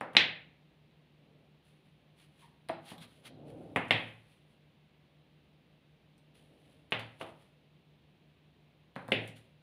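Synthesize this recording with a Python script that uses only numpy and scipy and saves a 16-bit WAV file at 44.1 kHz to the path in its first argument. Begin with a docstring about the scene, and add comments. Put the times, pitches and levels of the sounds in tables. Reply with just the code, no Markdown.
"""Dominoes on a covered table

Tiles knock on a cloth-covered table in a bare room, clack and are pulled free: brief contacts ring resonances.
Fingers rub, tiles scrape and a forearm sweeps over the cloth: grainy or smooth noise that swells and fades.
A fingertip squeaks once on a rack: a short tone that sags in pitch. Behind it lie coloured noise for the
room air and an appliance's faint hum: steady tones, two of them so close that they throb.
"""
import sys
import numpy as np
from scipy import signal
from scipy.fft import rfft, irfft, next_fast_len
from scipy.io import wavfile
from scipy.ndimage import uniform_filter1d, minimum_filter1d, map_coordinates

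SR = 44100
rng = np.random.default_rng(int(sys.argv[2]) if len(sys.argv) > 2 else 0)


def unload_wav(signal):
    """Save mono or channel-first audio to the path in sys.argv[1] as 16-bit WAV at rate SR, clipped to [-1, 1]."""
    wavfile.write(
        sys.argv[1],
        SR,
        np.round(np.clip(np.atleast_2d(signal).T, -1, 1) * 32767).astype(np.int16),
    )


N = 424241  # length of the scene [samples]
SIZE = 65536  # length of one response [samples]
HZ = np.fft.rfftfreq(SIZE, 1 / SR)
TIME = np.arange(N) / SR

# spectrum of a scuffing edge: (frequency [Hz], level [dB])
EDGE_SPECTRUM = [(1000, -13), (4000, -0.5), (6000, -4.5), (8000, -3.5), (10000, -3.5), (12000, -7.5),
                 (15000, -13.5)]
# duller spectrum of a light touch or a scrape: (frequency [Hz], level [dB])
TOUCH_SPECTRUM = [(200, -20), (800, -5.5), (1500, -7), (3000, -8.5), (4100, -4), (5500, -18.5),
                  (9000, -33.5)]
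# tiles scrape along a rack or their neighbours: (time [s], level [dB], half length [s])
SCRAPE_STROKES = [(2.225, -75.5, 0.024), (2.428, -74, 0.029), (2.9, -59, 0.03), (3.031, -59, 0.012),
                  (3.268, -57.5, 0.014), (7.218, -63, 0.013), (9.286, -69, 0.012)]


def amp(db):
    """Turn decibels into a gain."""
    return 10 ** (np.asarray(db) / 20)


def unit(x):
    """Scale a sound to an rms (average strength) of 1."""
    return x / np.sqrt(np.mean(x ** 2) + 1e-20)


def along(points, hz):
    """Read a curve of (frequency, value) points at any frequency, on a log frequency axis."""
    point_hz, values = np.transpose(points)
    return np.interp(np.log(hz + 1), np.log(point_hz), values)


def wobble(rate):
    """Draw a smooth random curve through this many random points a second."""
    knots = rng.standard_normal(int(N * rate / SR) + 4)
    return map_coordinates(knots, [TIME * rate])


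def filtered(x, response):
    """Multiply the spectrum of a sound by a function of frequency."""
    padded = next_fast_len(N + SR // 2)
    hz = np.fft.rfftfreq(padded, 1 / SR)
    return irfft(rfft(x, padded) * response(hz), padded)[:N]


def coloured(x, spectrum):
    """Give a sound a spectrum, at rms 1."""
    return unit(filtered(x, lambda hz: amp(along(spectrum, hz))))


def causal(gain):
    """Find the response that has this gain and sounds as early as it can (minimum phase)."""
    cepstrum = irfft(np.log(np.maximum(gain, 1e-6)))
    one_sided = np.r_[cepstrum[0], 2 * cepstrum[1:SIZE // 2]]
    return np.exp(rfft(one_sided, SIZE))


def ring(modes):
    """Let a set of resonances, (frequency [Hz], width [Hz], level [dB]), ring together; their powers add."""
    power = sum((amp(db) * HZ * width) ** 2 / ((hz * hz - HZ ** 2) ** 2 + (HZ * width) ** 2)
                for hz, width, db in modes)
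    return causal(np.sqrt(power))


def resonant_boost(hz, mode):
    """Boost the sound around one resonance and leave the rest nearly as it is."""
    centre, width, db = mode
    band = 1j * hz * width / (centre * centre - hz ** 2 + 1j * hz * width)
    return 1 + (amp(db) - 1) * band


def soft(corner_hz, order):
    """A contact that lasts a while passes little above its corner frequency."""
    return causal(1 / np.sqrt(1 + (HZ / corner_hz) ** (2 * order)))


def late(seconds):
    """Response of a pure delay."""
    return np.exp(-2j * np.pi * HZ * seconds)


def scuff(length):
    """A contact scrapes for an instant: noise of energy 1 that dies away with this time constant [s]."""
    burst = rng.standard_normal(SIZE) * np.exp(-np.arange(SIZE) / SR / length)
    return rfft(burst / np.linalg.norm(burst))


def add(track, seconds, response):
    """Sound a response at the given time."""
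    start = max(round(seconds * SR), 0)
    track[start:start + SIZE] += irfft(response)[:N - start]


def swells(strokes):
    """Strokes, (time [s], level [dB], half length [s]), swell and fade evenly; returns a gain."""
    return sum(amp(db) * np.exp(-.5 * ((TIME - s) / half) ** 2) for s, db, half in strokes)


def grips(strokes):
    """In a rub, (time [s], level [dB], rise [s], fade [s]), pressure builds, then the finger slides off."""
    gain = np.zeros(N)
    for s, db, rise, fade in strokes:
        log_gain = np.where(TIME < s, -.5 * ((TIME - s) / rise) ** 2, (s - TIME) / fade)
        gain += amp(db) * np.exp(log_gain)
    return gain


def room(wet_db, direct=1, build=0.0017):
    """Direct sound, near echoes and a new diffuse tail whose treble dies first and whose faint end lingers."""
    # near echoes off the walls: (delay [s], strength [gain])
    echoes = [(.0043, .3), (.0071, .15), (0.0095, .15)]
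    # time the main tail takes to fall by 60 dB: (frequency [Hz], time [s])
    decay_times = [(100, .7), (300, .44), (1000, .41), (2500, .39), (4000, .34), (6000, .22), (12000, .13)]
    linger_db, linger_times = -21, 1.6  # a faint part of the tail rings this many times longer
    hz, t, noise = signal.stft(rng.standard_normal(SR), SR, nperseg=256)
    fall_db = -60 * t / along(decay_times, hz)[:, None]
    fall = amp(fall_db) + amp(linger_db + fall_db / linger_times)
    tail = signal.istft(noise * fall, SR, nperseg=256)[1]
    tail_time = np.arange(len(tail)) / SR
    tail = tail * (1 - np.exp(-(tail_time / build) ** 2))
    near = 1 + sum(strength * late(delay) for delay, strength in echoes)
    return direct * near + amp(wet_db) * rfft(tail / np.linalg.norm(tail), SIZE)


def tiles(edge_db=-33, thud_hz=420, note_width_hz=660):
    """A tile lands on one edge, then the other; it clacks and sets the table top ringing."""
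    # tile blows: (time [s], table boom [dB], table thud [dB], knock [dB], knock brightness [Hz],
    # tile clack [dB], contact hardness [Hz], tile note [Hz], note level [dB], delay of second edge [s])
    blows = [(0.0117, -12.5, -4.5, 0, 2420, -8, 1950, 1506, 0, .0008),
             (0.1511, -5, -1.5, -3, 1800, -3.5, 2700, 1850, -3, .0011),
             (.1670, -5, 3, 5, 1300, 19, 5900, 3916, 26, .001),
             (2.695, -10, -6.5, -6.5, 1810, -12, 3310, 1610, -5, 0.0063),
             (2.918, -7, -5.5, -13.5, 1182, -21, 1985, 1390, -25.5, .0033),
             (3.761, 5, 5, 6, 1702, 9.5, 2400, 1820, 7.5, .0025),
             (3.9083, 9, 4.5, 7, 1300, 13.5, 3794, 1860, 11.5, .0014),
             (6.9216, 5, -2, 1, 2760, 5, 3630, 2960, 11.5, 0.0046),
             (7.213, -12.5, -9.5, -3.5, 1280, -12, 3470, 2960, -5.5, 0.00334),
             (8.9628, -9.5, -3, -5.5, 2380, -12.5, 2050, 1550, -9.5, 0.00064),
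             (9.0869, -5, -3.5, -8, 1295, -19, 1490, 1280, -19.5, 0.00071),
             (9.1195, 5, 6, 9.5, 616, 9.5, 3620, 2810, 16, 0.0014)]
    # resonances of the whole table: (frequency [Hz], width [Hz], level [dB])
    table_modes = [(111.9, 5, 18), (166, 25, 12), (248, 40, 10)]
    # resonances of the table top: (frequency [Hz], width [Hz], level [dB])
    top_modes = [(320.4, 83, 2.5), (448.3, 82, -3.5), (520, 92, 5.5), (617.9, 90, 4), (794, 150, 5),
                 (1120, 520, -.5), (1600, 620, -3)]
    # resonances of a tile: (frequency [Hz], width [Hz], level [dB])
    tile_modes = [(1525, 200, -12.5), (2100, 491, -2.5), (2570, 250, 2), (3190, 650, 2.5), (3590, 580, 1)]
    # spectrum that colours the clack: (frequency [Hz], level [dB])
    clack_spectrum = [(100, -15), (900, -10.5), (1800, 4.5), (4000, -6.5), (4900, -5.5), (6300, -8.5),
                      (8000, -10), (15000, -27)]
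    even_edges_db = 13  # at this note level both edges land equally hard; above it the second one leads
    firm_db = 12  # the scuff grows with the clack only up to this strength
    out = np.zeros(N)
    knock = ring(top_modes)
    clack = ring(tile_modes) * causal(amp(along(clack_spectrum, HZ)))
    edge = amp(edge_db) * causal(amp(along(EDGE_SPECTRUM, HZ)))
    for s, boom_db, thud_db, knock_db, knock_hz, clack_db, hard_hz, note_hz, note_db, gap in blows:
        second = amp(note_db - even_edges_db)
        edges = (1 + second * late(gap)) / np.hypot(1, second)
        # the cloth dulls the knock on the top; a harder contact brightens the clack
        top = amp(knock_db) * knock * soft(knock_hz, order=3)
        tile = amp(clack_db) * clack * soft(hard_hz, order=4)
        body = causal(np.hypot(abs(top), abs(tile)))
        add(out, s, body * room(wet_db=-2.0, direct=edges))
        # the whole table rings under the microphone; where the tile lands sets the lowest mode against the others
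        modes = np.array(table_modes) + np.outer([boom_db, thud_db, thud_db], [0, 0, 1])
        add(out, s, ring(modes) * soft(thud_hz, order=2) * room(wet_db=-4.5))
        # the struck face sends one brief note straight up, little of it into the room; cubing narrows its band
        note = amp(note_db) * ring([(note_hz, note_width_hz, 0)]) ** 3
        add(out, s, note * room(wet_db=-11, direct=edges))
        # the edge scuffs as it touches
        scuffed = amp(min(clack_db, firm_db)) * edge * scuff(length=0.0034)
        add(out, s, scuffed * room(wet_db=-2.5))
    return out


def pulls(dull_hz=2000, slip=0.31, slip_time=.006):
    """A tile pulled free slips, then bumps its support, which answers with a hollow note."""
    # tiles bump as they are pulled free: (time [s], level [dB])
    bumps = [(2.699, 7.5), (7.211, -3)]
    # resonances of the hollow support: (frequency [Hz], width [Hz], level [dB])
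    hollow_modes = [(340, 12, 8), (657, 29, 10), (798, 48, 6.5), (1170, 40, -12), (1760, 520, -22.5)]
    out = np.zeros(N)
    hollow = ring(hollow_modes) * soft(dull_hz, order=3)
    for s, db in bumps:
        slip_and_bump = slip + late(slip_time)
        add(out, s - slip_time, hollow * amp(db) * slip_and_bump * room(wet_db=-7.5))
    return out


def ticks(edge_db=1, body_db=1):
    """Nails and tile corners touch too briefly to move the table: tiny bursts of noise in two colours."""
    # light touches, before the shared trims above: (time [s], edge level [dB], body level [dB])
    touches = [(.009, -43, -25), (0.1337, -50, -24), (2.687, -34, -15), (2.981, -41, -19.5),
               (3.883, -41, -45.5), (6.180, -48, -52.5), (6.908, -43, -31.5), (6.9948, -37, -15),
               (8.957, -46, -24.5), (9.081, -36, -17.5), (9.106, -41.5, -33), (9.277, -31.5, -45),
               (9.369, -42, -50)]
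    out = np.zeros(N)
    edge = causal(amp(edge_db + along(EDGE_SPECTRUM, HZ)))
    body = causal(amp(body_db + along(TOUCH_SPECTRUM, HZ)))
    for s, high_db, low_db in touches:
        touch = amp(high_db) * edge + amp(low_db) * body
        add(out, s, touch * scuff(length=0.002) * room(wet_db=0.0))
    return out


def handling(finger_db=3, grain_db=1.95):
    """Fingers and sliding tiles catch and slip in tiny grains; an arm rubs dully over the cloth."""
    # fingers rub on tiles and racks, before finger_db: (firmest grip [s], level [dB], rise [s], fade [s])
    rubs = [(1.668, -76, .018, 0.087), (1.853, -85.5, .006, .06), (2.195, -76, .018, 0.074),
            (2.41, -80, 0.05, 0.13), (3.17, -73.5, 0.18, 0.078), (3.502, -71, 0.023, 0.029),
            (3.63, -80, 0.06, .15), (4.02, -70.5, 0.15, 0.14), (4.33, -78, 0.043, 0.061),
            (4.51, -82, .02, 0.041), (6.355, -71.5, .007, 0.086), (6.75, -78.5, 0.14, 0.083),
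            (7.0, -75, .03, 0.11), (7.29, -72, 0.074, 0.042), (7.425, -76.5, 0.029, 0.072),
            (8.98, -78, .02, .12), (9.25, -73.5, .07, 0.068), (9.367, -67, .007, 0.046)]
    # a forearm sweeps over the cloth: (time [s], level [dB], half length [s])
    arm_strokes = [(1.38, -66.5, .12), (3.59, -48, 0.19), (6.6, -66.5, 0.22)]
    # spectrum of rubbing fingers: (frequency [Hz], level [dB])
    finger_spectrum = [(300, -8), (1400, -6.5), (3200, 0.5), (4200, -5.5), (5400, -16), (7000, -19),
                       (10000, -15.5), (12500, -20.5), (15500, -22.5)]
    # dull spectrum of the arm on the cloth: (frequency [Hz], level [dB])
    sleeve_spectrum = [(60, -11.5), (150, 3.5), (205, -6), (275, 4.5), (370, -6), (450, -3.5), (600, -6.5),
                       (780, -11.5), (1000, -26.5), (1500, -32), (3000, -68)]
    scrape_hiss_db = 1  # trim of the scrapes' grainy hiss, before finger_db
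    grains = rng.standard_normal(N) * amp(grain_db * wobble(290))
    friction = grips(rubs) + amp(scrape_hiss_db) * swells(SCRAPE_STROKES)
    fingers = amp(finger_db) * friction * coloured(grains, finger_spectrum)
    arm = swells(arm_strokes) * coloured(rng.standard_normal(N), sleeve_spectrum)
    return fingers + arm


def scrapes(body_db=-2, grain_db=2.0, wet_db=-3):
    """Each scrape swells and fades in fine grains of noise, and the scraped tile sings faintly."""
    # resonance of a scraped tile: (frequency [Hz], width [Hz], level [dB])
    tile_ring = (3200, 340, 6)
    grains = rng.standard_normal(N) * amp(grain_db * wobble(500))
    sung = filtered(grains, lambda hz: resonant_boost(hz, tile_ring))
    close = amp(body_db) * swells(SCRAPE_STROKES) * coloured(sung, TOUCH_SPECTRUM)
    return signal.fftconvolve(close, irfft(room(wet_db)))[:N]


def squeak(octave_db=-7, jitter=.08, wet_db=-3):
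    """Skin sticks and slips on the rim of a rack: a short unsteady tone that sags as the finger slows."""
    # the one squeak: (time [s], level [dB], half length [s])
    stroke = (2.437, -61, .012)
    middle_hz, sag_hz_per_s = 980, 2800  # pitch before the random jitter
    steady_hz = middle_hz - sag_hz_per_s * (TIME - stroke[0])
    pitch_hz = steady_hz * (1 + jitter * wobble(300))
    phase = 2 * np.pi * np.cumsum(pitch_hz) / SR
    tone = np.sin(phase) + amp(octave_db) * np.sin(2 * phase)
    return signal.fftconvolve(swells([stroke]) * tone, irfft(room(wet_db)))[:N]


def background(air_db=-67):
    """Room air is steady coloured noise; an appliance hums in steady tones, two of them close enough to beat."""
    # spectrum of the room air: (frequency [Hz], level [dB])
    air_spectrum = [(25, -20), (42, -6), (65, 0), (110, -2.5), (190, 1.5), (280, -5.5), (600, -10),
                    (1400, -21), (2700, -16), (3900, -20), (5200, -33.5), (7500, -42), (10000, -46.5),
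                    (15000, -39.5)]
    # steady tones of the hum: (frequency [Hz], rms level [dB])
    hum_tones = [(70, -82), (147.8, -69.5), (153.3, -72.5), (306.6, -84)]
    hum = np.zeros(N)
    for hz, db in hum_tones:
        hum += amp(db) * np.sqrt(2) * np.sin(2 * np.pi * (hz * TIME + rng.random()))
    air = amp(air_db) * coloured(rng.standard_normal(N), air_spectrum)
    return hum + air


def scene():
    """Add up everything at one microphone above the table."""
    handled = handling() + scrapes() + squeak()
    return (tiles() + pulls() + ticks() + handled + background())[None]


def limited(x, ceiling=.86):
    """The gain dips for a moment around a peak above the ceiling."""
    needed = np.minimum(1, ceiling / (np.abs(x) + 1e-9))
    held = minimum_filter1d(needed, size=161)
    return x * uniform_filter1d(held, size=161)


def record(dry):
    """The microphone port rings in the treble; deep bass and everything above the band limit are lost."""
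    # resonance of the microphone port: (frequency [Hz], width [Hz], strength of the added ringing [dB])
    port_mode = (9700, 900, 7)
    low_hz, cut_hz = 44.32, 15600  # corner of the bass roll-off, band limit

    def microphone(hz):
        """The ringing of the port adds to the direct sound, and the bass rolls off."""
        centre, width, db = port_mode
        port = 1 + amp(db) * 1j * hz * width / (centre * centre - hz ** 2 + 1j * hz * width)
        low_cut = (1j * hz / (low_hz + 1j * hz)) ** 2
        return port * low_cut

    heard = filtered(dry[0], microphone)
    return filtered(limited(heard), lambda hz: hz < cut_hz)[None]


dry = scene()
out = record(dry)
unload_wav(out)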